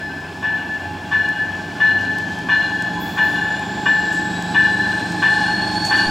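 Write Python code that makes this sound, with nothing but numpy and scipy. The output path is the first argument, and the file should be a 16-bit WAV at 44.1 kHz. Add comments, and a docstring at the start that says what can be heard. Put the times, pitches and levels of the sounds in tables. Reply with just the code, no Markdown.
"""A diesel locomotive rings its bell steadily as it pulls out of a station towards the listener.
Each blow gives a noisy clang and a throbbing ring. Underneath, the engine revs up, the turbocharger
whistles upwards, the traction drive sings and air valves spit, among small ticks and soft knocks.
Buildings beside and behind the train send bell and drive back with a smaller or reversed Doppler shift."""
import sys
import numpy as np
from scipy import signal
from scipy.fft import rfft, irfft, next_fast_len
from scipy.io import wavfile

SR = 44100
rng = np.random.default_rng(int(sys.argv[2]) if len(sys.argv) > 2 else 0)


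def log_audio(samples):
    """Write samples as a 16-bit WAV file to the path given in sys.argv[1]."""
    # one column per channel
    frames = np.atleast_2d(samples).T
    # limit to full scale, then quantise
    limited = np.clip(frames, -1, 1)
    pcm = np.round(limited * 32767).astype(np.int16)
    wavfile.write(sys.argv[1], SR, pcm)


N = 269010
LEAD = SR  # samples of pre-roll, so the scene opens already ringing
TIME = np.arange(-LEAD, N) / SR

# colour of the microphone's own hiss: freq_hz, level_db
FLOOR_COLOUR = [(5000, 2.5), (9000, -3.5), (12000, -8), (16000, -8)]
# soft knocks around the station: start_s, pitch_hz, level_db, length_s
KNOCKS = [(2.034, 268, -25.5, 0.095), (2.438, 250, -28, 0.065), (2.786, 175, -28, .09),
          (2.95, 1005, -27.5, 0.076)]
# sharp ticks close by: start_s, level_db, t60_s
TICKS = [(1.2895, -22.5, 0.0039), (2.013, -28, 0.0039), (2.185, -22.5, .005), (2.3885, -28, .005),
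         (2.8235, -24, 0.0055), (3.595, -27, 0.0049), (4.4245, -19, 0.0035), (5.1225, -25, .005)]
# colour of a tick: freq_hz, level_db
TICK_COLOUR = [(3000, -9.5), (5500, 1), (7300, 4.5), (9500, -7), (13000, -12), (16000, -16)]

# air valves spitting: start_s, level_db, t60_s
SPITS = [(4.122, -39, .3), (5.847, -30.5, 0.31), (5.958, -41.5, 0.95)]
# colour of a spit: freq_hz, level_db
SPIT_COLOUR = [(3000, -14), (5500, -2), (7000, 5), (9000, -6), (13000, -14), (16000, -26)]
# thin jets of escaping air: start_s, level_db, t60_s
JETS = [(2.992, -40.5, 0.77), (3.215, -48.5, .6)]
# colour of a jet: freq_hz, level_db
JET_COLOUR = [(9000, -35), (11300, -10), (12300, 1), (13500, 1), (15800, 1.5)]
# brief squeals of that air: start_s, level_db, t60_s
SQUEALS = [(3.0, -51, .7), (3.25, -48, .6)]
# narrow band of a squeal: freq_hz, level_db
SQUEAL_COLOUR = [(10100, -40), (10480, 0), (10620, 0), (11000, -40)]

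# the train's speed towards the listener: time_s, speed_m_per_s
TRAIN_SPEED = [(-1, 1.135), (7, 5.575)]
# the diesel revving up: time_s, shaft_hz, hum_db
ENGINE_REVS = [(0, 22.3, -4), (1, 23, -4), (2, 24.4, 0), (3, 24.6, 2), (4, 25.2, 4.5), (5, 25.2, 6.5),
               (6.1, 25.7, 6.5)]
# orders of its hum: shaft_multiple, level_db
ENGINE_ORDERS = [(2, -60), (3, -54.5), (5, -43), (7, -36.5), (8, -40), (12, -40.5), (13, -47)]
# swells of the exhaust boom: time_s, level_db
BOOM_LEVEL = [(0.0, -40), (0.73, -43.5), (0.9, -32.5), (1.07, -42), (1.21, -32), (1.34, -53), (1.39, -37),
              (1.8, -42.5), (2.0, -32.5), (2.43, -44), (3.16, -42), (3.86, -47), (4.74, -36), (5.64, -41),
              (6.1, -33.5)]
# colour of the exhaust rumble: freq_hz, level_db
RUMBLE_COLOUR = [(15, -14.5), (33, -14), (52, -6.5), (72, 3.5), (92, 4), (120, 4.5), (160, -29)]
# colour of the engine body: freq_hz, level_db
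BODY_COLOUR = [(85, -27.5), (125, -6.5), (180, -1.5), (240, -2), (300, -1), (400, -5.5), (520, -17),
               (700, -34)]
# colour of the fan roar: freq_hz, level_db
ROAR_COLOUR = [(350, -12), (530, -7.5), (660, 2), (850, 2), (1080, -3.5), (1250, -10), (1600, -3),
               (2000, -13.5), (2450, -7.5), (2900, -12.5), (3400, -10.5), (3900, -33), (5000, -26)]
# colour of the hiss on top: freq_hz, level_db
HISS_COLOUR = [(2500, -13.5), (3600, 1.5), (4500, 0.5), (5300, -1), (6300, -8.5), (7300, -4.5),
               (8500, -15.5), (10000, -19.5), (13000, -27), (16000, -34.5)]
# mix of rumble, body, roar and hiss, a row each: start_db, db_per_shaft_hz, db_per_metre
RUSH_MIX = [(-47, 0.54, 0.19), (-37, 1.32, 0.0939), (-36.5, 0.17, 0.2364), (-49.5, 0.88, .5)]
# stereo lean of that mix: freq_hz, left_minus_right_db
RUSH_PAN = [(60, -0.2), (250, -1.5), (600, -2.3), (1200, 4), (2500, 1), (4500, -2.5), (8000, 0)]

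# the traction drive's tones at rest: pitch_hz, level_db
DRIVE_TONES = [(839.4, 0.5), (784, -10.5), (1052, -17.5), (1673, -9), (2540, -24), (3364, -15),
               (4210, -19.5)]
# swell of its song: time_s, level_db
DRIVE_LEVEL = [(0.0, -48), (1.0, -38.5), (2.45, -39.5), (3.1, -32), (5.16, -33), (5.48, -26), (5.58, -36),
               (5.62, -27.5), (6.02, -27.5)]
# the turbocharger's blade tone spooling up: time_s, pitch_hz
TURBO_PITCH = [(0, 2535), (2, 3027), (6.1, 4520)]
# swell of its whistle: time_s, blade_db, octave_db
TURBO_LEVEL = [(0, -50, -51), (.6, -48.5, -63), (2, -50, -59), (3.2, -40.5, -53.5), (3.8, -52, -43.5),
               (4.4, -40, -43), (4.8, -35.5, -51), (5.1, -41.5, -49), (5.6, -25, -49.5), (6.1, -24.5, -46)]

# blows on the bell: start_s, note_db, hit_db, top_db
BELL_STROKES = [(-.262, -6.5, -2.5, -6), (.423, -5.5, -3, -11), (1.110, -2, 0, -6), (1.797, 1, 1, -0.5),
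                (2.484, -1, 2.5, 2), (3.169, -1.5, 2.5, -1.5), (3.855, -0.5, 2, -2), (4.541, 1, 2.5, -7),
                (5.220, -0.5, 5, 3), (5.904, -2.5, 6, 3)]
# its strike note at rest: pitch_hz, level_db, t60_s
STRIKE_NOTE = (1730, -11, 1.9)
# its slow-blooming top overtone at rest: pitch_hz, level_db, t60_s
TOP_NOTE = (4127.5, -32.5, 1.39)
# its other modes at rest: pitch_hz, level_db, t60_s
BELL_MODES = [(927, -34.5, 0.15), (1007, -26, 0.1), (1117.6, -21.5, 0.094), (1528, -23, 0.46),
              (1557, -28.5, 2.45), (2393, -35.5, 0.41), (2500, -44.5, 0.66), (2857, -34.5, 1.55),
              (2840, -29.5, 0.24), (3265, -40, .45), (3450, -36.5, .5), (3497, -38, 0.48),
              (5280, -52, 0.91), (5930, -52.5, 0.46)]
# colour of the clang: freq_hz, level_db
CLANG_COLOUR = [(600, -41), (950, 4), (1130, -11.5), (1330, -10.5), (1480, -2.5), (1570, 2), (1650, -0.5),
                (1770, 15.5), (1860, -3), (2000, -12.5), (2400, -8), (3500, -14), (3800, -21),
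                (7000, -42.5)]


def gain_of(db):
    """Decibels as a gain."""
    return 10 ** (np.asarray(db) / 20)


def unit_rms(x):
    """Normalises a signal to an RMS of one."""
    return x / np.sqrt(np.mean(x ** 2) + 1e-20)


def follow(rows):
    """One automation curve for each column after the time."""
    times, *columns = np.transpose(rows)
    return [np.interp(TIME, times, column) for column in columns]


def equalise(x, curve):
    """Filters by an EQ curve of (freq_hz, level_db) points."""
    hz, db = np.transpose(curve)
    size = next_fast_len(len(TIME))
    bins_hz = np.fft.rfftfreq(size, 1 / SR)
    response = gain_of(np.interp(np.log(bins_hz + 1), np.log(hz), db))
    return irfft(rfft(x, size) * response, size)[..., :len(TIME)]


def noise(colour):
    """Coloured noise of unit level, rolled off beyond the curve's ends."""
    curve = [(colour[0][0] / 2, -90), *colour, (colour[-1][0] * 2, -90)]
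    return unit_rms(equalise(rng.standard_normal(len(TIME)), curve))


def wander(hz):
    """Random modulation of unit size, moving at up to about hz."""
    knots = np.arange(TIME[0], TIME[-1] + 1, .5 / hz)
    return unit_rms(np.interp(TIME, knots, rng.standard_normal(4096)[:len(knots)]))


def burst(start_s, t60_s, rise_s):
    """Envelope with a rounded attack and an exponential tail."""
    envelope = np.zeros(len(TIME))
    at = max(round(start_s * SR) + LEAD, 0)
    age = np.arange(len(TIME) - at)[:int(t60_s * SR) + 1] / SR
    envelope[at:at + len(age)] = (1 - np.exp(-age / rise_s)) ** 2 * gain_of(-60 * age / t60_s)
    return envelope


def noise_bursts(cues, colour, rise_s):
    """A dying burst of coloured noise on each cue."""
    return noise(colour) * sum(gain_of(db) * burst(start_s, t60_s, rise_s) for start_s, db, t60_s in cues)


def pan(x, left_db):
    """Mono to stereo, with the left channel left_db above the right."""
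    return x * gain_of([[left_db / 2], [-left_db / 2]])


def metres_travelled():
    """Distance the train has rolled."""
    return np.cumsum(follow(TRAIN_SPEED)[0]) / SR


def travel_saved():
    """Seconds of sound travel saved as the train nears, zero at mid-scene."""
    saved_s = metres_travelled() / 343
    return saved_s - saved_s[LEAD + N // 2]


def station(x, echo_db, left_db, spread_s=.3, fade_db=9, width_db=10, walls=20):
    """Direct sound plus wall echoes; each path shortens or lengthens as the train moves."""
    saved_s = travel_saved()
    jitter, bearings, sides = rng.random((walls, 3)).T
    lateness = (np.arange(walls) + jitter) / walls
    gains = gain_of(-fade_db * lateness)
    gains *= gain_of(echo_db) / np.linalg.norm(gains)
    cosines = np.clip(.75 - 2 * bearings, -1, 1)  # walls ahead raise the pitch, walls behind lower it
    out = pan(np.interp(TIME + saved_s, TIME, x), left_db)
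    for delay_s, cosine, gain, side in zip(.012 + spread_s * lateness, cosines, gains, sides):
        echo = gain * np.interp(TIME - delay_s + cosine * saved_s, TIME, x)
        out += pan(echo, width_db * (side - .5))
    return out


def noise_floor(level_db=-56):
    """The microphone's own steady hiss."""
    return gain_of(level_db) * noise(FLOOR_COLOUR)


def knocks():
    """Distant knocks, blurred to short swells of one resonance."""
    out = np.zeros(len(TIME))
    for start_s, hz, db, length_s in KNOCKS:
        swell = np.sin(np.pi * np.clip((TIME - start_s) / length_s, 0, 1)) ** 2
        out += gain_of(db) * swell * np.sin(2 * np.pi * hz * TIME)
    return out


def ticks():
    """Dry, bright ticks: a few milliseconds of noise each."""
    return noise_bursts(TICKS, TICK_COLOUR, rise_s=.0001)


def air_valves():
    """Air escapes in sharp spits, thin jets and brief squeals."""
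    spits = noise_bursts(SPITS, SPIT_COLOUR, rise_s=.0011)
    jets = noise_bursts(JETS, JET_COLOUR, rise_s=.0083)
    squeals = noise_bursts(SQUEALS, SQUEAL_COLOUR, rise_s=.037)
    return spits + jets + squeals


def engine_rush(flutter_db=.96, side_db=-24):
    """Exhaust rumble, engine body, fan roar and hiss grow as the engine revs up and the train nears."""
    out = np.zeros((2, len(TIME)))
    shaft_hz, metres = follow(ENGINE_REVS)[0], metres_travelled()
    colours = [RUMBLE_COLOUR, BODY_COLOUR, ROAR_COLOUR, HISS_COLOUR]
    for colour, (start_db, db_per_hz, db_per_metre) in zip(colours, RUSH_MIX):
        db = start_db + db_per_hz * (shaft_hz - shaft_hz[LEAD]) + db_per_metre * (metres - metres[LEAD])
        mid, side = noise(colour), gain_of(side_db) * noise(colour)
        out += np.array([mid + side, mid - side]) * gain_of(db + flutter_db * wander(12))
    left_eq = np.array(RUSH_PAN) * [1, .5]
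    right_eq = left_eq * [1, -1]
    return np.array([equalise(out[0], left_eq), equalise(out[1], right_eq)])


def engine_hum(waver=.0037, flutter_db=2, boom_db=1):
    """Low orders of the diesel, each a little unsteady, and its exhaust booming on the fourth."""
    shaft_hz, hum_db = follow(ENGINE_REVS)
    phase = 2 * np.pi * np.cumsum(shaft_hz * (1 + waver * wander(8))) / SR
    hum = sum(gain_of(db + flutter_db * wander(6.7)) * np.sin(order * phase)
              for order, db in ENGINE_ORDERS)
    boom = gain_of(boom_db + follow(BOOM_LEVEL)[0]) * np.sin(4 * phase)
    return pan(hum * gain_of(hum_db) + boom, left_db=-1.8)


def traction_drive(trim_db=1.5, waver=.00061):
    """The drive sings on fixed switching tones, Doppler-shifted by the train's motion."""
    phase_per_hz = 2 * np.pi * np.cumsum(1 + waver * wander(15)) / SR
    tones = sum(gain_of(db) * np.sin(hz * phase_per_hz) for hz, db in DRIVE_TONES)
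    return station(tones, echo_db=-2.5, left_db=-2) * gain_of(trim_db + follow(DRIVE_LEVEL)[0])


def smear(phase, width_hz):
    """A tone smeared into a narrow band of noise."""
    return (wander(width_hz) * np.sin(phase) + wander(width_hz) * np.cos(phase)) / np.sqrt(2)


def turbocharger(waver=.002, clean_db=-1, fuzz_db=-6, third_db=-69, flutter_db=1.5):
    """The blade tone and its overtones climb as the turbocharger spools up; turbulence smears them."""
    pitch_hz = follow(TURBO_PITCH)[0]
    blade_db, octave_db = follow(TURBO_LEVEL)
    phase = 2 * np.pi * np.cumsum(pitch_hz * (1 + waver * wander(40))) / SR
    blade = gain_of(clean_db) * np.sin(phase) + gain_of(fuzz_db) * smear(phase, width_hz=70)
    octave = gain_of(octave_db) * smear(2 * phase, width_hz=110)
    third = gain_of(third_db) * smear(3 * phase, width_hz=110)
    return gain_of(blade_db + flutter_db * wander(10)) * blade + octave + third


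def turbo_whistle(direct_db=-1, echo_db=-3, spread_s=.24, echoes=14):
    """The turbocharger's older, lower pitch lingers in echoes and beats with the new."""
    tone = turbocharger()
    out = pan(gain_of(direct_db) * tone, left_db=-2.5)
    for lateness, side in rng.random((echoes, 2)):
        echo = np.roll(tone, int(spread_s * lateness * SR)) * gain_of(echo_db) / np.sqrt(echoes)
        out += pan(echo, left_db=12 * (side - .6))
    return out


def ring(age, modes, rise_s):
    """Dying modes of random phase, choked over the last 10 ms as the next blow lands."""
    choke = np.minimum((age[-1] - age) / .01, 1)
    tones = sum(gain_of(db - 60 * age / t60_s) * np.sin(2 * np.pi * (hz * age + rng.random()))
                for hz, db, t60_s in modes)
    return tones * choke * (1 - np.exp(-age / rise_s)) ** 2


def throb(age, rate_hz=3.16, depth_db=2, crest_s=.046):
    """Gain of the slow beat in the strike note, alike after every blow."""
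    return gain_of(depth_db * np.cos(2 * np.pi * rate_hz * (age - crest_s)))


def bell_clang(level_db=-22, clatter_db=-10):
    """The noise of each blow: a short clang with a quieter, longer clatter."""
    envelope = np.zeros(len(TIME))
    for start_s, _, hit_db, _ in BELL_STROKES:
        clang = burst(start_s, t60_s=.3, rise_s=.006)
        clatter = gain_of(clatter_db) * burst(start_s, t60_s=1, rise_s=.01)
        envelope += gain_of(hit_db) * (clang + clatter)
    return pan(gain_of(level_db) * envelope * noise(CLANG_COLOUR), left_db=-.5)


def bell(shimmer_db=2):
    """Each blow restarts the modes and adds a clang; the strike note and top overtone bloom later."""
    note, modes, top = np.zeros((3, len(TIME)))
    saved_s = travel_saved()
    starts = [s + np.interp(s, TIME, saved_s) for s, *_ in BELL_STROKES]  # on the train's own clock
    ends = starts[1:] + [TIME[-1]]
    for start_s, end_s, (_, note_db, hit_db, top_db) in zip(starts, ends, BELL_STROKES):
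        span = slice(round(start_s * SR) + LEAD, round(end_s * SR) + LEAD + SR // 100)
        age = TIME[span] - TIME[span][0]
        note[span] += gain_of(note_db) * ring(age, [STRIKE_NOTE], rise_s=.01) * throb(age)
        modes[span] += gain_of(hit_db) * ring(age, BELL_MODES, rise_s=.0033)
        top[span] += gain_of(top_db) * ring(age, [TOP_NOTE], rise_s=.024)
    note = station(note, echo_db=-7, left_db=3.5, width_db=13.5)
    clang = bell_clang()
    modes = station(modes, echo_db=-2.5, left_db=2)
    top = station(top, echo_db=-3.5, left_db=-1.5, spread_s=.15)
    return note + clang + (modes + top) * gain_of(shimmer_db * wander(14))


def scene():
    """The train, its air valves and the station ambience, with the pre-roll trimmed off."""
    train = bell() + turbo_whistle() + traction_drive() + engine_hum() + engine_rush()
    mix = train + air_valves() + ticks() + knocks() + noise_floor()
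    return mix[:, LEAD:]


def record(dry, cutoff_hz=15850):
    """A steep low-pass on the whole mix."""
    lowpass = signal.firwin(511, cutoff_hz, window=("kaiser", 9), fs=SR)
    return signal.oaconvolve(dry, lowpass[None], "same")


dry = scene()
out = record(dry)
log_audio(out)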